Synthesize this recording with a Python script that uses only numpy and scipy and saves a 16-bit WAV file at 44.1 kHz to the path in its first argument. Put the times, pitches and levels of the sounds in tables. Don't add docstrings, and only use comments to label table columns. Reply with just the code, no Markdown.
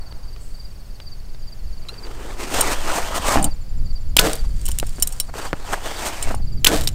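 import sys
import numpy as np
from scipy.fft import rfft, irfft, next_fast_len
from scipy.io import wavfile
from scipy.ndimage import map_coordinates

SR = 44100
rng = np.random.default_rng(int(sys.argv[2]) if len(sys.argv) > 2 else 0)


def file_out(sig):
    cols = np.atleast_2d(sig).T
    lim = np.clip(cols, -1, 1)
    pcm = np.round(lim * 32767).astype(np.int16)
    wavfile.write(sys.argv[1], SR, pcm)


N = 306054

# release_s, stop_s, level_db
SHOTS = [(4.167, 4.193, -1), (6.6456, 6.6708, -1)]
# freq_hz, level_db, t60_s
HOOK_MODES = [(3124, -2, 0.0095), (3398, -4.5, 0.0042), (3992, -9, .0085), (5500, -15, .015),
              (6790, -20, 0.019), (7503, -6, 0.013), (9330, -15, 0.022), (12200, -17, 0.015)]
def release(snap_db=3, rebound_db=2, rebound_s=0.0033, crack_db=3, crack_t60_s=0.0057):
    out, t = np.zeros(N), clock()[:SR // 8]
    for release_s, _, level_db in SHOTS:
        for delay_s, blow_db in ((0, snap_db), (rebound_s, rebound_db)):
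            crack = amp(crack_db - 60 * t / crack_t60_s) * rng.standard_normal(len(t))
            add(out, release_s + delay_s, amp(level_db + blow_db) * (ring(HOOK_MODES, t) + crack))
    return out


ZIP_RISE_S, ZIP_HOLD_S, ZIP_FALL_S = 0.0034, 0.0044, 0.0016
def string_zip(gain_db=-1, stop_hz=4350, climb_octaves_per_s=190, rough_rad=0.55):
    out, t = np.zeros(N), clock()[:SR // 40] - 1 / 60
    pitch_hz = stop_hz * 2 ** (climb_octaves_per_s * np.minimum(t, ZIP_FALL_S))
    shape = envelope(t + ZIP_HOLD_S - ZIP_FALL_S / 2, ZIP_RISE_S, ZIP_HOLD_S, ZIP_FALL_S)
    for _, stop_s, level_db in SHOTS:
        tone = np.sin(2 * np.pi * np.cumsum(pitch_hz) / SR + rough_rad * wobble(1830)[:len(t)])
        add(out, stop_s + t[0], amp(level_db + gain_db) * shape * tone)
    return out


# freq_hz, density_db
CRACK_SPECTRUM = [(60, 10), (250, 9), (700, 6.5), (2000, -3), (4500, 2), (8000, 7), (10500, 1.5),
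                  (14000, 4), (16000, -9)]
# freq_hz, level_db, t60_s
RISER_MODES = [(1310, -11, 0.096), (1490, -4, 0.12), (1700, -10, 0.19), (2080, -8, 0.054),
               (1000, -7, 0.088)]
def string_stop(crack_db=2, crack_t60_s=0.024, swell_s=0.0012, riser_db=-13):
    out, t = np.zeros(N), clock()[:SR // 4]
    attack = 1 - np.exp(-t / swell_s)
    for _, stop_s, level_db in SHOTS:
        crack = amp(crack_db - 60 * t / crack_t60_s) * noise(CRACK_SPECTRUM)[:len(t)]
        riser = amp(riser_db) * ring(RISER_MODES, t)
        add(out, stop_s - swell_s, amp(level_db) * attack * (crack + riser))
    return out


# centre_hz, width_hz, level_db
LIMB_RESONANCES = [(178, 38, -5), (311, 28, 0.5), (454, 30, 0.5), (646, 140, -4.5), (1440, 840, -17.5)]
# freq_hz, density_db
FLETCHING_SPECTRUM = [(500, -10), (1400, 1), (2300, -0.5), (3500, 1), (6000, -2.5), (8300, -1),
                      (10200, -8.5), (11800, -7), (14000, -12), (16000, -15)]
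def follow_through(shudder_db=-18, rush_db=-23, launch_db=-14, swing_hz=68, swing_depth=0.22):
    out = np.zeros(N)
    for release_s, stop_s, level_db in SHOTS:
        t = clock(release_s)
        shudder = amp(shudder_db) * envelope(t - 0.077, rise_s=0.078, hold_s=0.017, fall_s=0.11)
        rush = amp(rush_db) * envelope(t - 0.084, rise_s=0.044, hold_s=0.007, fall_s=0.14)
        launch = amp(launch_db) * envelope(clock(stop_s - ZIP_HOLD_S), 0.016, 0, 0.048)
        string_swing = 1 + swing_depth * np.cos(2 * np.pi * swing_hz * t)
        travel = np.clip(t / (stop_s - release_s), 0, 1)
        limbs = shudder * string_swing * resonant_noise(LIMB_RESONANCES)
        arrow = np.hypot(rush, launch) * noise(FLETCHING_SPECTRUM, grain_db=14)
        out += amp(level_db) * travel * (limbs + arrow)
    return out


# start_s, level_db, low_band_db, high_band_db, length_ratio
CLINKS = [(2.609, -0.5, -7.5, -4.5, .55), (3.427, -12.5, -29, -18, .55), (3.443, -7, -8, -10, .75),
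          (4.332, -13, 1, -4, 0.39), (4.354, -19.5, 0, -1, 0.78), (4.614, -30, 2, -9, 0.38),
          (4.655, -18, -7, -9, .6), (4.664, -14.5, -3, -7, 0.55), (4.681, -23, 7, -5, .4),
          (4.686, -15.5, 1.5, -1, .5), (4.709, -26, -6, -6, .5), (4.716, -17.5, -3, -6, 0.56),
          (4.7866, -8.5, -2.5, -6, .25), (4.7989, -11, 4, -6, 0.27), (4.868, -24.5, -6, -6, 0.61),
          (4.893, -27, -3, -5, .4), (4.96, -34, -16, -18, 0.27), (4.999, -22.5, -5, -7, .6),
          (5.0239, -1, -4, 1, 0.71), (5.03, -7.5, -14, 2, 0.46), (5.073, -11.5, -7, -7, .5),
          (5.091, -25, -10, -10, 0.58), (5.123, -20.5, -6, -6, 0.79), (5.2001, -4.5, 1.5, -3, .8),
          (6.2255, -12, -2.5, -8, 0.83), (6.348, -23.5, -3, -10, .6), (6.81, -16.5, 3, -2.5, 0.76),
          (6.837, -20, 0, 0, .6), (6.846, -24, -5, 2, .5), (6.874, -3.5, 9.5, -4.5, .55),
          (6.882, -22, -5, 6, .4), (6.888, -17, 8, -5, .4)]
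# freq_hz, level_db, t60_s
FITTING_MODES = [(2975, -6.5, 0.029), (3945, -16, 0.1), (5480, -7, 0.059), (6730, -10.5, 0.046),
                 (7350, -8, 0.065), (7820, -7.5, 0.033), (8710, -1.5, 0.044), (9180, -1, 0.021),
                 (9300, -17.5, 0.14), (10150, -13, .04), (11760, -9.5, .03), (12500, -2.5, 0.027),
                 (13100, -14, 0.017), (13920, -1.5, 0.025)]
def clinks(gain_db=1, crack_db=1, crack_t60_s=0.043, bounce_s=0.003, bounce_db=-6, detune=0.012):
    out, t = np.zeros(N), clock()[:SR // 8]
    colour_hz = [500, 2200, 2900, 5700, 7000, 9400, 10800]
    for start_s, level_db, low_db, high_db, length_ratio in CLINKS:
        modes = [(hz * rng.normal(1, detune), db, t60 * length_ratio) for hz, db, t60 in FITTING_MODES]
        hit = amp(crack_db - 60 * t / (crack_t60_s * length_ratio)) * rng.standard_normal(len(t))
        for k in range(3):
            lag = round(k * bounce_s * length_ratio * rng.uniform(0.56, 2) * SR)
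            hit[lag:] += amp(k * bounce_db) * ring(modes, t, scatter_db=3.5)[:len(t) - lag]
        colour_db = [low_db - 14, low_db - 9, low_db, low_db, 0, 0, high_db]
        hit = filtered(hit, lambda hz: amp(np.interp(hz, colour_hz, colour_db)))
        add(out, start_s, amp(level_db + gain_db) * hit / np.abs(hit).max())
    return out


# start_s, level_db, pitch_hz, slap_db
KNOCKS = [(3.197, -20, 201.4, -10), (3.358, -1.5, 740, -5), (3.373, -2, 219.3, 3), (4.692, -30, 357, 5),
          (4.829, -11, 574, -2.5), (4.835, -25, 350, 15), (4.984, -23, 356, 6), (4.992, -22.5, 331, -6),
          (5.5308, -3, 530, 15), (5.5363, -15, 256, -15), (5.731, -19, 449, -3), (6.274, -17, 602, 4.5),
          (6.307, -16, 505, 3), (6.344, -13.5, 850, -6)]
def knocks(grip_t60_s=0.0092, slap_t60_s=0.0019, slap_hz=1250, rub_db=-19, rub_t60_s=0.036):
    out, t = np.zeros(N), clock()[:SR // 10]
    friction = noise(FOLD_SPECTRUM)
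    for k, (start_s, level_db, pitch_hz, slap_db) in enumerate(KNOCKS):
        slap = amp(slap_db - 60 * t / slap_t60_s) * np.sin(2 * np.pi * slap_hz * t)
        hit = slap + amp(-60 * t / grip_t60_s) * np.sin(2 * np.pi * pitch_hz * t)
        rub = amp(rub_db - 60 * t / rub_t60_s) * friction[k * len(t):][:len(t)]
        add(out, start_s, amp(level_db) * (hit / np.abs(hit).max() + rub))
    return out


# start_s, hold_s, rise_s, fall_s, fold_db, swish_db, hollow_hz, pocket_re_fold_db
SLIDES = [(2.067, .15, 0.39, .2, -43.5, -50, 750, -0.5), (2.27, 0.067, 0.22, 0.13, -39.5, -45, 780, -0.5),
          (2.396, .045, 0.026, 0.11, -32.5, -34.5, 752, 0), (2.545, .19, .075, 0.045, -26, -28, 1000, -3),
          (2.776, 0.32, 0.14, 0.056, -37.5, -37.5, 1000, -20),
          (2.893, 0.082, 0.16, 0.2, -25, -30.5, 862, -20), (3.15, 0.034, .13, 0.021, -26, -32.5, 1000, -33),
          (3.274, 0.067, 0.12, 0.12, -21, -26.5, 1148, -20),
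          (5.35, .125, .02, 0.069, -36.5, -40, 1000, -23), (5.56, .04, 0.065, 0.077, -43.5, -50, 699, -12),
          (5.697, 0.0596, 0.13, .12, -33.5, -37.5, 713.6, -18),
          (5.86, 0.014, 0.069, .16, -29, -33, 795, -14), (5.989, 0.085, 0.13, .2, -31.5, -32.5, 798, -9),
          (6.199, 0.11, 0.21, 0.067, -35.5, -37.5, 790, -12)]
# centre_s, fold_db, scrape_db, sigma_s
BRUSHES = [(2.572, -32.5, -28.5, 0.044), (2.726, -25.5, -25.5, 0.0073), (2.962, -30, -27.5, 0.019),
           (3.169, -32, -26.5, 0.014), (3.282, -40, -23, 0.016), (3.334, -23.5, -24, 0.014),
           (4.447, -44.5, -53, 0.0067), (4.692, -43, -44, .0073), (4.722, -63, -46, 0.15),
           (5.096, -50, -46, 0.13), (5.294, -40, -66, 0.0055), (5.341, -30.5, -43, 0.0013),
           (5.39, -33, -36.5, 0.0083), (5.454, -29.5, -37, 0.0073), (5.734, -20, -29, 0.0087),
           (6.072, -30, -26, .015), (6.31, -29.5, -45, 0.0072)]
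# freq_hz, density_db
FOLD_SPECTRUM = [(80, -18), (170, -5), (300, 1), (400, -2.5), (600, 3.5), (950, 2.5), (1400, -1.5),
                 (2000, -8), (4000, -51.5), (9000, -66)]
# freq_hz, density_db
SWISH_SPECTRUM = [(600, -16), (1700, 4.5), (3000, -0.5), (4200, 0), (6000, -0.5), (8600, 0), (10500, -10.5),
                  (12000, -11.5), (14500, -8), (16000, -26)]
# freq_hz, density_db
SCRAPE_SPECTRUM = [(600, -5), (1700, 2), (3200, 2.5), (5000, 1), (8500, 6), (10300, -3.5), (11800, -7),
                   (14500, -3), (16000, -18)]
def jacket(fold_gain_db=-2, hollow_db=-2, crease_db=-5, rasp_db=-6, rasp_hz=2850, pocket_hz=360):
    fold, swish, pocket, flap, scrape = np.zeros((5, N))
    for start_s, hold_s, rise_s, fall_s, fold_db, swish_db, _, pocket_db in SLIDES:
        slide = envelope(clock(start_s), rise_s, hold_s, fall_s)
        fold = np.hypot(fold, amp(fold_gain_db + fold_db) * slide)
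        swish = np.hypot(swish, amp(swish_db) * slide)
        pocket = np.hypot(pocket, amp(fold_gain_db + fold_db + pocket_db) * slide)
    for centre_s, fold_db, scrape_db, sigma_s in BRUSHES:
        stroke = np.exp(-0.5 * np.linspace(-4, 4, round(8 * sigma_s * SR)) ** 2)
        start_s = centre_s - len(stroke) / SR / 2
        add(flap, start_s, amp(fold_db) * stroke)
        add(scrape, start_s, amp(scrape_db) * stroke)
    starts_s, holds_s, *_, hollows_hz, _ = np.transpose(SLIDES)
    hollow_hz = np.interp(clock(), starts_s + holds_s / 2, hollows_hz) * np.exp(0.13 * wobble(18))
    pressure = (fold / fold.max()) ** 0.5
    hollow = amp(hollow_db) * pressure * band(hollow_hz, width_hz=400)
    rasp = amp(rasp_db) * band(rasp_hz * np.exp(0.15 * wobble(16)), width_hz=900)
    cloth = noise(FOLD_SPECTRUM, grain_db=8) + hollow + amp(crease_db) * creases()
    folds = np.hypot(fold, flap) * cloth
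    folds += pocket * band(pocket_hz * np.exp(0.13 * wobble(12)), width_hz=280)
    weave = swish * (noise(SWISH_SPECTRUM, grain_db=7.5) + rasp)
    weave += scrape * noise(SCRAPE_SPECTRUM, grain_db=11.5)
    catching = amp(1.32 * wobble(110))
    return catching * (folds + weave)


def creases(rate_per_s=170, centre_hz=1000, log_spread=0.6, t60_cycles=16):
    when, pitch, strength = rng.random((round(rate_per_s * N / SR), 3)).T[:, :, None]
    pitch_hz = centre_hz * np.exp(log_spread * np.sqrt(3) * (2 * pitch - 1))
    samples = np.arange(600)
    cycles = pitch_hz * samples / SR
    pops = -np.log(1 - strength) * np.sin(2 * np.pi * cycles) * amp(-60 * cycles / t60_cycles)
    positions = (when * N).astype(int) + samples
    return unit(np.bincount(positions.ravel(), pops.ravel(), N)[:N])


# start_s, hold_s, level_db
SCUFFS = [(3.365, 0.033, -20.5), (3.408, 0.068, -26), (6.273, 0.13, -43.5)]
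# centre_hz, width_hz, level_db
SCUFF_RESONANCES = [(162, 52, 0), (285, 82, -1), (600, 125, -8.5), (810, 106, -2.5), (1310, 170, -26)]
def scuff(rise_s=0.0094, fall_s=0.023):
    rubbing = sum(amp(level_db) * envelope(clock(start_s), rise_s, hold_s, fall_s)
                  for start_s, hold_s, level_db in SCUFFS)
    return rubbing * resonant_noise(SCUFF_RESONANCES)


# centre_hz, width_hz, level_db
SQUEAK_RESONANCES = [(1410, 240, -12), (2644, 390, -11), (4020, 250, 0), (8000, 980, -21), (9490, 500, -20),
                     (13400, 600, -23)]
def squeak(start_s=1.887, gain_db=-24.5, start_hz=1010, end_hz=1390, glide_s=0.0043, rise_s=0.0025):
    out, t = np.zeros(N), clock(2 * rise_s)[:SR // 25]
    slip_hz = end_hz + (start_hz - end_hz) * np.exp(-(np.maximum(t, 0) / glide_s) ** 2)
    harmonics = np.arange(1, 12)[:, None]
    partials = np.exp(2j * np.pi * harmonics * np.cumsum(slip_hz) / SR)
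    tone = np.sum(body(SQUEAK_RESONANCES, harmonics * slip_hz) * partials, axis=0).real
    add(out, start_s + t[0], amp(gain_db) * envelope(t, rise_s, hold_s=0.0053, fall_s=0.019) * tone)
    return out


SYLLABLE_S, SYLLABLE_PERIOD_S = 0.035, 0.05
# first_syllable_s, level_db, syllable_count
CHIRPS = [(.021, -41, 3), (.239, -44, 3), (.556, -38, 3), (1.025, -38, 3), (1.433, -38.5, 3),
          (1.680, -46.5, 4), (1.94, -36.5, 3), (3.418, -38, 3), (3.865, -37.5, 3), (4.295, -37.5, 3),
          (4.5, -47, 3), (4.972, -40, 2), (5.375, -37, 3), (5.918, -37, 2), (6.431, -41, 4)]
def near_cricket(pitch_hz=4790, first_db=-4):
    out = np.zeros(N)
    for first_s, level_db, syllable_count in CHIRPS:
        for k in range(round(syllable_count)):
            stroke = syllable(pitch_hz * rng.normal(1, 0.0094), SYLLABLE_S * rng.uniform(0.73, 1.19))
            gain = amp(level_db + first_db * (k == 0) + rng.normal())
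            add(out, first_s + k * SYLLABLE_PERIOD_S - SYLLABLE_S / 2, gain * stroke)
    return out


# start_s, end_s, pitch_hz, level_db
TRILLS = [(1.4, 3, 7200, -59), (2.6, 6.94, 7330, -51.5), (.08, 1.9, 6650, -58), (.02, 1.1, 8450, -59),
          (1.6, 2.5, 8700, -66)]
def trilling_crickets(period_s=0.0787):
    out = np.zeros(N)
    for start_s, end_s, pitch_hz, level_db in TRILLS:
        stroke = syllable(pitch_hz, SYLLABLE_S, droop=0.078)
        for centre_s in np.arange(start_s, end_s, period_s):
            add(out, centre_s - SYLLABLE_S / 2, amp(level_db + rng.normal()) * stroke)
    return out


def far_crickets(level_db=-52, pitch_hz=4730, period_s=0.39, count=3):
    out = np.zeros(N)
    for neighbour, (pitch, pace) in enumerate(rng.uniform(-1.1, 1, (count, 2))):
        stroke = syllable(pitch_hz * (1 + 0.0287 * pitch), SYLLABLE_S)
        for start_s in np.arange(neighbour / count * period_s, N / SR, period_s * (1 + 0.022 * pace)):
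            for k, stroke_db in enumerate(rng.normal(level_db, 2.5, 4)):
                add(out, start_s + k * SYLLABLE_PERIOD_S, amp(stroke_db) * stroke)
    return out


def syllable(pitch_hz, length_s, droop=0.122):
    progress = np.arange(round(length_s * SR)) / (length_s * SR)
    phase = 2 * np.pi * np.cumsum(pitch_hz * (1 - droop * progress ** 2)) / SR
    return np.sin(np.pi * progress) ** 2 * np.sin(phase)


# start_s, hold_s, buffet_db, flutter_db
GUSTS = [(1.633, 0.057, -23.5, -47), (2.567, 0.022, -24, -35), (2.746, 0.61, -24.5, -48),
         (3.277, 0.21, -17.5, -36.5), (3.786, 0.057, -12, -31), (4.065, 0.21, -18.5, -35),
         (4.43, 0.14, -13, -33.5), (4.636, 0.24, -16.5, -35.5), (4.966, 0.084, -38, -41),
         (5.285, 0.023, -32, -41), (6.29, 0.19, -17.5, -31.5), (6.532, .06, -16, -29),
         (6.75, 0.24, -21, -28.5)]
# freq_hz, density_db
BUFFET_SPECTRUM = [(3, -6), (10, 3), (20, -1), (33, -10), (52, -13.5), (80, -26.5), (160, -43), (400, -120)]
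# freq_hz, density_db
FLUTTER_SPECTRUM = [(25, -41), (55, 0), (80, -3), (120, -5), (170, -12), (250, -20.5), (500, -37),
                    (2000, -74)]
# freq_hz, density_db
AIR_SPECTRUM = [(60, 7), (300, 3.5), (600, 1.5), (1000, -4), (2000, -7.5), (3700, -11), (5000, -6),
                (6200, -12.5), (10000, -14.5), (16000, -16)]
def wind(steady_buffet_db=-27, steady_flutter_db=-44, air_db=-50, grass_db=-50, grass_fall_s=0.74):
    buffet, flutter = amp(steady_buffet_db), amp(steady_flutter_db)
    for start_s, hold_s, buffet_db, flutter_db in GUSTS:
        gust = envelope(clock(start_s), rise_s=0.12, hold_s=hold_s, fall_s=0.25)
        buffet = np.hypot(buffet, amp(buffet_db) * gust)
        flutter = np.hypot(flutter, amp(flutter_db) * gust)
    air = amp(air_db + 0.11 * wobble(3.92)) * noise(AIR_SPECTRUM)
    grass = amp(grass_db - 20 * clock() / grass_fall_s) * noise(FOLD_SPECTRUM)
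    return buffet * noise(BUFFET_SPECTRUM) + flutter * noise(FLUTTER_SPECTRUM) + air + grass


# start_s, level_db
TICKS = [(0.1238, -31), (0.3627, -33), (1.0013, -26.5), (1.347, -35), (1.942, -33), (2.05, -30),
         (2.069, -28)]
# freq_hz, density_db
STALK_SPECTRUM = [(400, 7), (1500, 1.5), (3500, -0.5), (6000, -10), (14000, -35)]
def grass_ticks(gain_db=-5, t60_s=0.022):
    bursts, t = np.zeros(N), clock()[:SR // 20]
    for start_s, level_db in TICKS:
        add(bursts, start_s, amp(level_db + gain_db - 60 * t / t60_s))
    return bursts * noise(STALK_SPECTRUM)


def insect_buzz(peak_s=0.41, level_db=-51.5, centre_hz=7900, width_hz=900):
    shape = envelope(clock(peak_s), rise_s=0.016, hold_s=0, fall_s=0.3)
    return amp(level_db) * shape * resonant_noise([(centre_hz, width_hz, 0)])


def amp(db):
    return 10 ** (np.asarray(db) / 20)


def unit(x):
    return x / np.sqrt(np.mean(x ** 2) + 1e-20)


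def clock(start_s=0):
    return np.arange(N) / SR - start_s


def envelope(t, rise_s, hold_s, fall_s):
    return amp(-20 * (np.maximum(-t, 0) / rise_s + np.maximum(t - hold_s, 0) / fall_s))


def wobble(knots_per_s):
    knots = rng.standard_normal(int(N * knots_per_s / SR) + 4)
    return map_coordinates(knots, [clock() * knots_per_s])


def filtered(x, response):
    size = next_fast_len(len(x) + 8192)
    return irfft(rfft(x, size) * response(np.fft.rfftfreq(size, 1 / SR)), size)[:len(x)]


def noise(spectrum, grain_db=0):
    freq_hz, db = np.transpose(spectrum)
    grains = rng.standard_normal(N) * amp(grain_db * np.clip(rng.standard_normal(N), -2, 2))
    return unit(filtered(grains, lambda hz: amp(np.interp(np.log(hz + 1), np.log(freq_hz + 1), db))))


def band(centre_hz, width_hz):
    phase = 2 * np.pi * np.cumsum(centre_hz) / SR
    return wobble(width_hz) * np.cos(phase) + wobble(width_hz) * np.sin(phase)


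def ring(modes, t, scatter_db=2):
    return sum(amp(db + scatter_db * rng.standard_normal() - 60 * t / t60_s)
               * np.sin(2 * np.pi * (hz * t + rng.random())) for hz, db, t60_s in modes)


def body(resonances, hz):
    return sum((-1) ** k * amp(db) * 1j * hz * width_hz / (centre_hz ** 2 - hz ** 2 + 1j * hz * width_hz)
               for k, (centre_hz, width_hz, db) in enumerate(resonances))


def resonant_noise(resonances):
    return unit(filtered(rng.standard_normal(N), lambda hz: body(resonances, hz)))


def add(track, start_s, sound):
    start = min(max(round(start_s * SR), 0), N)
    track[start:start + len(sound)] += sound[:N - start]


def scene():
    air = wind() + insect_buzz() + grass_ticks()
    archer = jacket() + scuff() + squeak()
    bow = release() + string_zip() + string_stop() + follow_through() + clinks() + knocks()
    crickets = near_cricket() + trilling_crickets() + far_crickets()
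    return (bow + archer + crickets + air)[None]


def record(dry):
    limit_hz, taper_hz = 16200, 600
    clipped = dry[0] / (1 + np.abs(dry[0]) ** 8) ** (1 / 8)
    return filtered(clipped, lambda hz: np.clip((limit_hz - hz) / taper_hz, 0, 1) ** 2)[None]


dry = scene()
out = record(dry)
file_out(out)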